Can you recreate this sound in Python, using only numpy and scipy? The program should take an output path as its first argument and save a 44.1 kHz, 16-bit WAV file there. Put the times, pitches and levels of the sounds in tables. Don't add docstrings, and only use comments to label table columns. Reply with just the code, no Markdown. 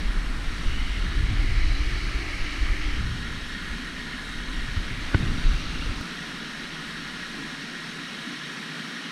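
import sys
import numpy as np
from scipy import signal
from scipy.fft import rfft, irfft, next_fast_len
from scipy.io import wavfile
from scipy.ndimage import uniform_filter1d, map_coordinates

SR = 44100
rng = np.random.default_rng(int(sys.argv[2]) if len(sys.argv) > 2 else 0)


def nominal_scale(level):
    x = np.asarray(level, float) / 20
    return 10 ** x


def dump_mix(stems):
    frames = np.atleast_2d(stems).T
    limited = np.clip(frames, -1, 1)
    pcm = np.round(limited * 32767).astype(np.int16)
    wavfile.write(sys.argv[1], SR, pcm)


N = 401751


def unit(x):
    return x / np.sqrt(np.mean(x ** 2) + 1e-20)


def noise():
    return rng.standard_normal(N)


def along(points, hz):
    f, v = np.transpose(points)
    return np.interp(np.log(hz + 1), np.log(f + 1), v)


def curves(rows, t=None):
    s, *cols = np.transpose(rows)
    t = np.arange(N) / SR if t is None else t
    return [np.interp(t, s, c) for c in cols]


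def wobble(rate):
    knots = rng.standard_normal(int(N * rate / SR) + 4)
    return map_coordinates(knots, [np.arange(N) * rate / SR])


def coloured(x, spectrum):
    m = next_fast_len(N + SR // 2)
    gain = nominal_scale(along(spectrum, np.fft.rfftfreq(m, 1 / SR)))
    return unit(irfft(rfft(x, m) * gain, m)[:N])


def smoothed(x, size, axis=-1):
    return uniform_filter1d(uniform_filter1d(x, size, axis=axis), size, axis=axis)


def evened(x, seconds, share):
    power = np.abs(smoothed(x ** 2, round(seconds * SR)))
    return unit(x / (power + 0.02) ** (share / 2))


def hump(s, length):
    return np.exp(-(2 * (np.arange(N) / SR - s) / max(length, 0.02)) ** 2)


def gusty(calm_db, events):
    swells = sum((nominal_scale(db) * hump(s, length)) ** 2 for s, db, length in events)
    return np.sqrt(nominal_scale(calm_db) ** 2 + swells)


# time in seconds, turn downstream from 0 to 1, tip down from 0 to 1,
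# low-mid echo from the rocks in dB; turn and tip both 0 face the ledge.
HEAD_POSE = [(0, 0.24, 0.2, 5.5), (.3, 0.3, 0.13, 7), (.75, 0.2, 0.7, 2.5), (1.05, 0.16, 0.4, 1.5),
             (1.2, 0.27, 0, -1), (1.4, 0.77, 0.05, 0.5), (1.6, 0.98, 0, -0.5), (2.85, 0.88, 0.4, 1),
             (3.05, 0.08, 0, 1), (4.5, 0, 0.03, 1), (4.75, 0.14, 0.27, 1), (5.05, 0.28, 0.3, 2),
             (5.3, 0.13, 0.45, 4), (5.6, 0, 1, 1), (5.95, 0.06, 0.6, 4), (6.15, 0.09, 0.2, 1.5),
             (7.5, 0.09, 0.08, 1), (9.11, 0.07, 0.2, 0)]


def head_pose(t=None):
    return curves(HEAD_POSE, t)


# frequency in Hz, level in dB per Hz.
ROAR_FACING = [(12, -64), (20, -34), (81, -37), (119, -42), (142, -3.5), (161, 0.5), (198, -4), (249, -0.5),
               (323, -9.5), (396, -14), (448, -13.5), (466, -23), (520, -21.5), (680, -46), (1140, -120)]
ROAR_TURNED = [(74, -42), (128, -3), (177, -6.5), (199, -5), (216, -7), (253, -11), (275, 2), (338, -3),
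               (520, -22.5), (680, -61), (1140, -120)]
# middle in seconds, length in seconds, gain in dB.
ROAR_SWELLS = [
    (0, 0.22, 3.5),
    (1.24, 0.41, 2),
    (3.17, 0.19, 3),
    (3.75, 0.36, 2),
    (4.5, .4, 1),
    (5.286, 0.3, 7),
    (5.85, 0.74, 3),
    (7.55, 0.5, 1.5),
]


def roar(surge):
    turn, _, _ = head_pose()
    swell_db = sum(db * hump(s, length) for s, length, db in ROAR_SWELLS)
    facing = np.sqrt(1 - turn) * coloured(noise(), ROAR_FACING)
    turned = np.sqrt(turn) * coloured(noise(), ROAR_TURNED)
    return nominal_scale(-41.5 + swell_db + 0.18 * surge + 1.13 * wobble(13)) * (facing + turned)


def bubbles(count, mid_hz, spread, cycles, size_db):
    at, size = rng.random((count, 2)).T
    hz = mid_hz * np.exp(spread * rng.standard_normal(count))
    hz = np.clip(hz, 700, 9000)[:, None]
    k = np.arange(512)
    turns = hz * k / SR
    ring = np.sin(2 * np.pi * turns * (1 + 0.092 * turns / cycles))
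    grain = ring * np.exp(-3 * turns / cycles) * (1 - np.exp(-turns))
    grain = grain * nominal_scale(-size_db * np.log(1 - size))[:, None] * np.sqrt(hz / mid_hz)
    places = (at * N).astype(int)[:, None] + k
    return unit(np.bincount(places.ravel(), grain.ravel(), N + len(k))[:N])


def bumps(modes, hz):
    return sum(db / (1 + (2 * (hz - c) / w) ** 2) for c, w, db in modes)[:, None]


# frequency in Hz, width in Hz, gain in dB (negative = notch).
LEDGE_MODES = [(1012, 36, 14.5), (1442, 39, 13), (1550, 60, -2.5), (1682, 127, 8), (1878, 108, 11),
               (2050, 90, -2.5), (2126, 92, 6), (2940, 290, 3.5), (3266, 160, 5.5), (3540, 120, 0.5),
               (3804, 170, 7), (4160, 400, 3), (4870, 290, -3.5), (5480, 520, 7.5), (6440, 450, 9)]
DOWNSTREAM_MODES = [(1490, 100, -6), (2600, 200, -0.5), (1240, 300, 0.5), (1790, 300, 2.5),
                    (2000, 130, 1.5), (2256, 290, 8), (2930, 170, 4), (3550, 170, -5.5), (4050, 230, 0),
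                    (4330, 330, 2.5), (5200, 300, 2), (5650, 300, 2.5), (6500, 430, 5.5)]
TIPPED_MODES = [(1420, 270, 2.5), (1920, 500, 1.5), (2650, 120, -7), (2710, 250, 7.5), (3320, 200, 1.5),
                (3780, 300, 5), (4470, 400, 1.5), (5000, 300, -2), (5750, 550, 6.5), (6500, 330, 8)]
# middle in seconds, length in seconds, frequency in Hz,
# width in Hz, gain in dB (negative = notch).
ANGLE_FLARES = [(.84, .35, 2950, 260, 8), (0.82, 0.4, 2100, 200, 5.5), (1.5, 0.3, 2050, 170, 5),
                (1.7, .25, 4000, 120, 11), (2.72, 0.14, 1800, 150, 4), (2.8, .3, 2050, 170, 5),
                (2.3, .4, 2150, 130, 2.5), (1.16, .2, 1800, 170, 3), (4.65, .15, 2150, 150, 4),
                (2.9, 0.18, 3200, 260, 6), (4.95, 0.13, 2100, 200, 7), (5.75, .5, 2800, 150, 2),
                (4, 1.9, 5500, 900, -2.5), (1.2, .45, 5500, 900, -3.5), (2.72, .12, 1050, 400, 5)]


def housing_gain(hz, t):
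    turn, tip, echo_db = head_pose(t)
    facing = np.clip(1 - turn - tip, 0, 1)
    gain_db = facing * bumps(LEDGE_MODES, hz)
    gain_db = gain_db + turn * bumps(DOWNSTREAM_MODES, hz) + tip * bumps(TIPPED_MODES, hz)
    gain_db = gain_db + echo_db * bumps([(670, 1500, 0.85)], hz)
    for s, length, *mode in ANGLE_FLARES:
        gain_db = gain_db + np.exp(-(2 * (t - s) / length) ** 4) * bumps([mode], hz)
    return nominal_scale(gain_db)


# frequency in Hz, level in dB per Hz.
RUSH_SPECTRUM = [(350, -120), (450, -9.5), (650, -8.5), (880, -9.5), (1000, -9), (1300, -1.5), (2500, -4.5),
                 (4500, -8), (6000, -17), (7200, -28), (8500, -46.5), (10000, -120)]
# middle in seconds, length in seconds, gain in dB.
ARM_SHADOW = (0.29, 0.84, -2.3)


def rush(surge):
    turn, tip, _ = head_pose()
    middle, length, shade_db = ARM_SHADOW
    level_db = -37 + 1.6 * turn + 1.1 * tip + shade_db * hump(middle, length) + 0.034 * surge
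    froth = noise() + 0.23 * bubbles(count=9000, mid_hz=2543, spread=0.602, cycles=8.2, size_db=1)
    hz, t, z = signal.stft(coloured(froth, RUSH_SPECTRUM), SR, nperseg=1024, noverlap=768)
    gain = housing_gain(hz, t)
    gain = gain / np.sqrt(np.mean(np.abs(z) ** 2, 1) @ gain ** 2)
    patches = smoothed(rng.standard_normal(z.shape), 8, axis=0)
    patches = unit(smoothed(patches, 12, axis=1))
    z = z * gain * nominal_scale(0.65 * patches)
    return nominal_scale(level_db) * unit(signal.istft(z, SR, nperseg=1024, noverlap=768)[1][:N])


# frequency in Hz, level in dB per Hz.
SPRAY_SPECTRUM = [(5500, -120), (6300, -13), (7000, -1), (8020, 0.5), (9260, -0.5), (11500, -9.5),
                  (13200, -14.5), (14600, -19.5), (15100, -25), (15250, -120)]


def spray(surge):
    _, tip, _ = head_pose()
    level_db = -57 + 0.6 * tip + 0.45 * surge + 0.3 * wobble(15)
    return nominal_scale(level_db) * coloured(noise(), SPRAY_SPECTRUM)


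def water():
    surge = wobble(9)
    return roar(surge) + rush(surge) + spray(surge)


def wind_dip():
    t = np.arange(N) / SR
    held = hump(TICK_STEP[0], 0.03)
    for s, _, hz, cycles, _ in INWARD_PUSHES + OUTWARD_PULLS:
        length = cycles / hz
        held = held + np.exp(-((t - s - length / 2) / length * 1.6) ** 4)
    return 0.8 * np.clip(held, 0, 1)


# frequency in Hz, level in dB per Hz.
BUFFET_SPECTRUM = [(4.7, -38), (8.0, 1), (32, 5), (49, 0.5), (65, -18.5), (84, -30), (140, -120)]
FLUTTER_SPECTRUM = [(35, -120), (50, -7.5), (65, 3), (95, -5.5), (120, -6.5), (140, -25.5), (300, -27.5),
                    (500, -120)]
# time in seconds, level in dB.
BREEZE = [(0, -33.5), (.6, -33), (1.15, -31), (1.5, -22.5), (1.95, -25), (2.05, -31.5), (3.1, -34.5),
          (3.5, -36.5), (4.1, -41.5), (4.7, -34), (5.2, -37), (6, -33.5), (6.6, -35), (7.5, -34),
          (7.6, -40), (8.4, -50), (9.11, -56)]
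# middle in seconds, peak level in dB,
# length in seconds.
PORT_GUSTS = [(0.076, -22, .14), (0.177, -20, 0.045), (0.315, -27, 0.22), (.49, -21.5, 0.047),
              (0.683, -15, 0.036), (0.832, -25, 0.34), (1.035, -23, .08), (1.18, -21, 0.056),
              (1.25, -24.5, 0.11), (1.42, -20.5, 0.13), (1.66, -20, 0.17), (1.843, -25, 0.089),
              (2.067, -24, 0.051), (2.168, -22, 0.041), (2.432, -21, 0.053), (2.64, -19, 0.043),
              (2.702, -22, .06), (2.88, -24.5, 0.23), (3.056, -24, 0.047), (3.727, -23.5, 0.036),
              (4.385, -35, 0.073), (4.58, -28.5, 0.23), (4.786, -24, .06), (4.9, -31, 0.06),
              (5.072, -28.5, 0.075), (5.312, -24, .14), (5.495, -15.5, 0.13), (5.68, -30, .07),
              (5.787, -29, .06), (5.888, -28, 0.077)]
PORT_EDDIES = [(.5, -40, .08), (0.687, -27, 0.053), (.78, -32.5, .16), (0.992, -33, .06),
               (1.077, -27, 0.057), (1.22, -25.5, 0.11), (1.32, -21.5, 0.047), (1.41, -26, 0.041),
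               (1.516, -26.5, 0.1), (1.676, -34, 0.25), (2.01, -38, .04), (2.07, -33, 0.035),
               (2.38, -41, .1), (2.46, -39, .06), (2.614, -27, 0.057), (2.707, -21, 0.042),
               (2.868, -36.5, 0.22), (3.007, -31, 0.089), (3.086, -31, .07), (3.25, -39, 0.44),
               (3.67, -43, .08), (4.79, -37, .06), (4.898, -42, .06), (5.166, -27, 0.034),
               (5.298, -30, 0.2), (5.474, -25, .1), (5.702, -36, .12), (5.888, -31.5, 0.055)]


def wind():
    buffet = evened(coloured(noise(), BUFFET_SPECTRUM), seconds=0.039, share=0.97)
    flutter = evened(coloured(noise(), FLUTTER_SPECTRUM), seconds=0.03, share=0.85)
    flutter = unit(nominal_scale(1.5 * wobble(28)) * (1 + 0.6 * np.abs(buffet)) * flutter)
    filter_db = -17 * (np.arange(N) / SR > TICK_STEP[0])
    breeze_db = curves(BREEZE)[0] + filter_db
    buffet = gusty(breeze_db + wobble(8), PORT_GUSTS) * buffet
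    flutter = gusty(breeze_db + wobble(6.6) - 9, PORT_EDDIES) * flutter
    return (1 - wind_dip()) * (buffet + flutter)


# frequency in Hz, level in dB per Hz.
BRIGHT_FLUTTER_SPECTRUM = [(60, -120), (90, -12), (120, 6), (160, -4.5), (250, -16), (400, -30), (700, -120)]
# middle in seconds, peak level in dB, length in seconds.
BRIGHT_EDDIES = [
    (2.2, -45, .1),
    (2.705, -36.5, 0.12),
    (3.055, -31, 0.184),
    (4.663, -40, .08),
    (4.95, -40.5, 0.16),
    (5.26, -34, 0.14),
    (5.555, -35, 0.45),
]


def bright_flutter():
    bright = unit(nominal_scale(4.8 * wobble(40)) * coloured(noise(), BRIGHT_FLUTTER_SPECTRUM))
    return gusty(-90, BRIGHT_EDDIES) * bright


# start in seconds, peak level in dB,
# frequency in Hz, length in cycles, squareness.
OUTWARD_PULLS = [
    (2.605, -13.5, 36.2, 1.4, 0.48),
    (2.69, -14.5, 34.6, 1.5, 0.57),
    (4.763, -16.5, 70, 1.63, 0.42),
    (5.225, -21, 127, 2.84, 0.38),
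]
INWARD_PUSHES = [
    (5.1464, -11, 88.3, 1.1, 1.43),
    (5.2, -18.5, 45, .6, .5),
    (5.432, -12, 28.7, 2.4, 0.55),
    (5.5, -18.5, 44.7, 1.5, 0.68),
]


def pushes():
    out, t = np.zeros(N), np.arange(SR // 4) / SR
    for sign, rows in [(1, INWARD_PUSHES), (-1, OUTWARD_PULLS)]:
        for s, db, hz, cycles, square in rows:
            u = np.clip(hz * t / cycles, 0, 1)
            edge = np.minimum(u * (1 + square ** 2), (1 - u) * (1 + square))
            fade = np.sin(np.pi / 2 * np.clip(edge * 2, 0, 1)) ** 2
            swing = np.tanh(square * np.sin(2 * np.pi * hz * t)) / np.tanh(square)
            out[round(s * SR):][:len(t)] += sign * nominal_scale(db) * fade * swing * (u < 1)
    return out


def build_and_decay(since, build, t60):
    growth = np.exp(np.minimum(since, 0) / build)
    return np.where(since < 0, growth, nominal_scale(-60 * np.abs(since) / t60))


# time in seconds, peak level in dB, build-up in seconds.
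STRAP_SNAP = (5.1468, -10, .0028)
# frequency in Hz, level in dB, decay time T60 in seconds.
SHELL_MODES = [(1500, 3, 0.017), (1150, -9, 0.0092), (930, -12, .012), (1980, -6, 0.0072),
               (2620, -18, .005), (3520, -16, .004), (290, 6, 0.0073), (580, -6, 0.0017)]


def snap():
    s, db, build = STRAP_SNAP
    since = np.arange(N) / SR - s
    out = np.zeros(N)
    for hz, level, t60 in SHELL_MODES:
        ring = np.cos(2 * np.pi * hz * since + rng.uniform(-2.1, 1))
        out -= nominal_scale(db - 9.5 + level) * build_and_decay(since, build, t60) * ring
    band = signal.butter(3, [600, 3300], "bandpass", fs=SR, output="sos")
    crack = signal.sosfilt(band, build_and_decay(since, build, 0.019) * noise())
    return out + nominal_scale(db - 6.5) * crack


# time in seconds, step in dB, length of the swing cut off in seconds.
TICK_STEP = (6.0122, -23, .0058)


def tick():
    s, db, rise = TICK_STEP
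    cut = np.arange(round(rise * SR)) / (rise * SR)
    out = np.zeros(N)
    out[round(s * SR) - len(cut):][:len(cut)] = nominal_scale(db) * np.sin(np.pi / 2 * cut) ** 0.5
    return out


def knocks():
    dull = signal.butter(2, 4500, fs=SR, output="sos")
    return signal.sosfilt(dull, pushes() + snap()) + tick()


def scene():
    return (water() + wind() + bright_flutter() + knocks())[None]


def low_pass(x):
    return signal.sosfilt(signal.butter(12, 15720, fs=SR, output="sos"), x)


def record(dry):
    return low_pass(dry)


dry = scene()
out = record(dry)
dump_mix(out)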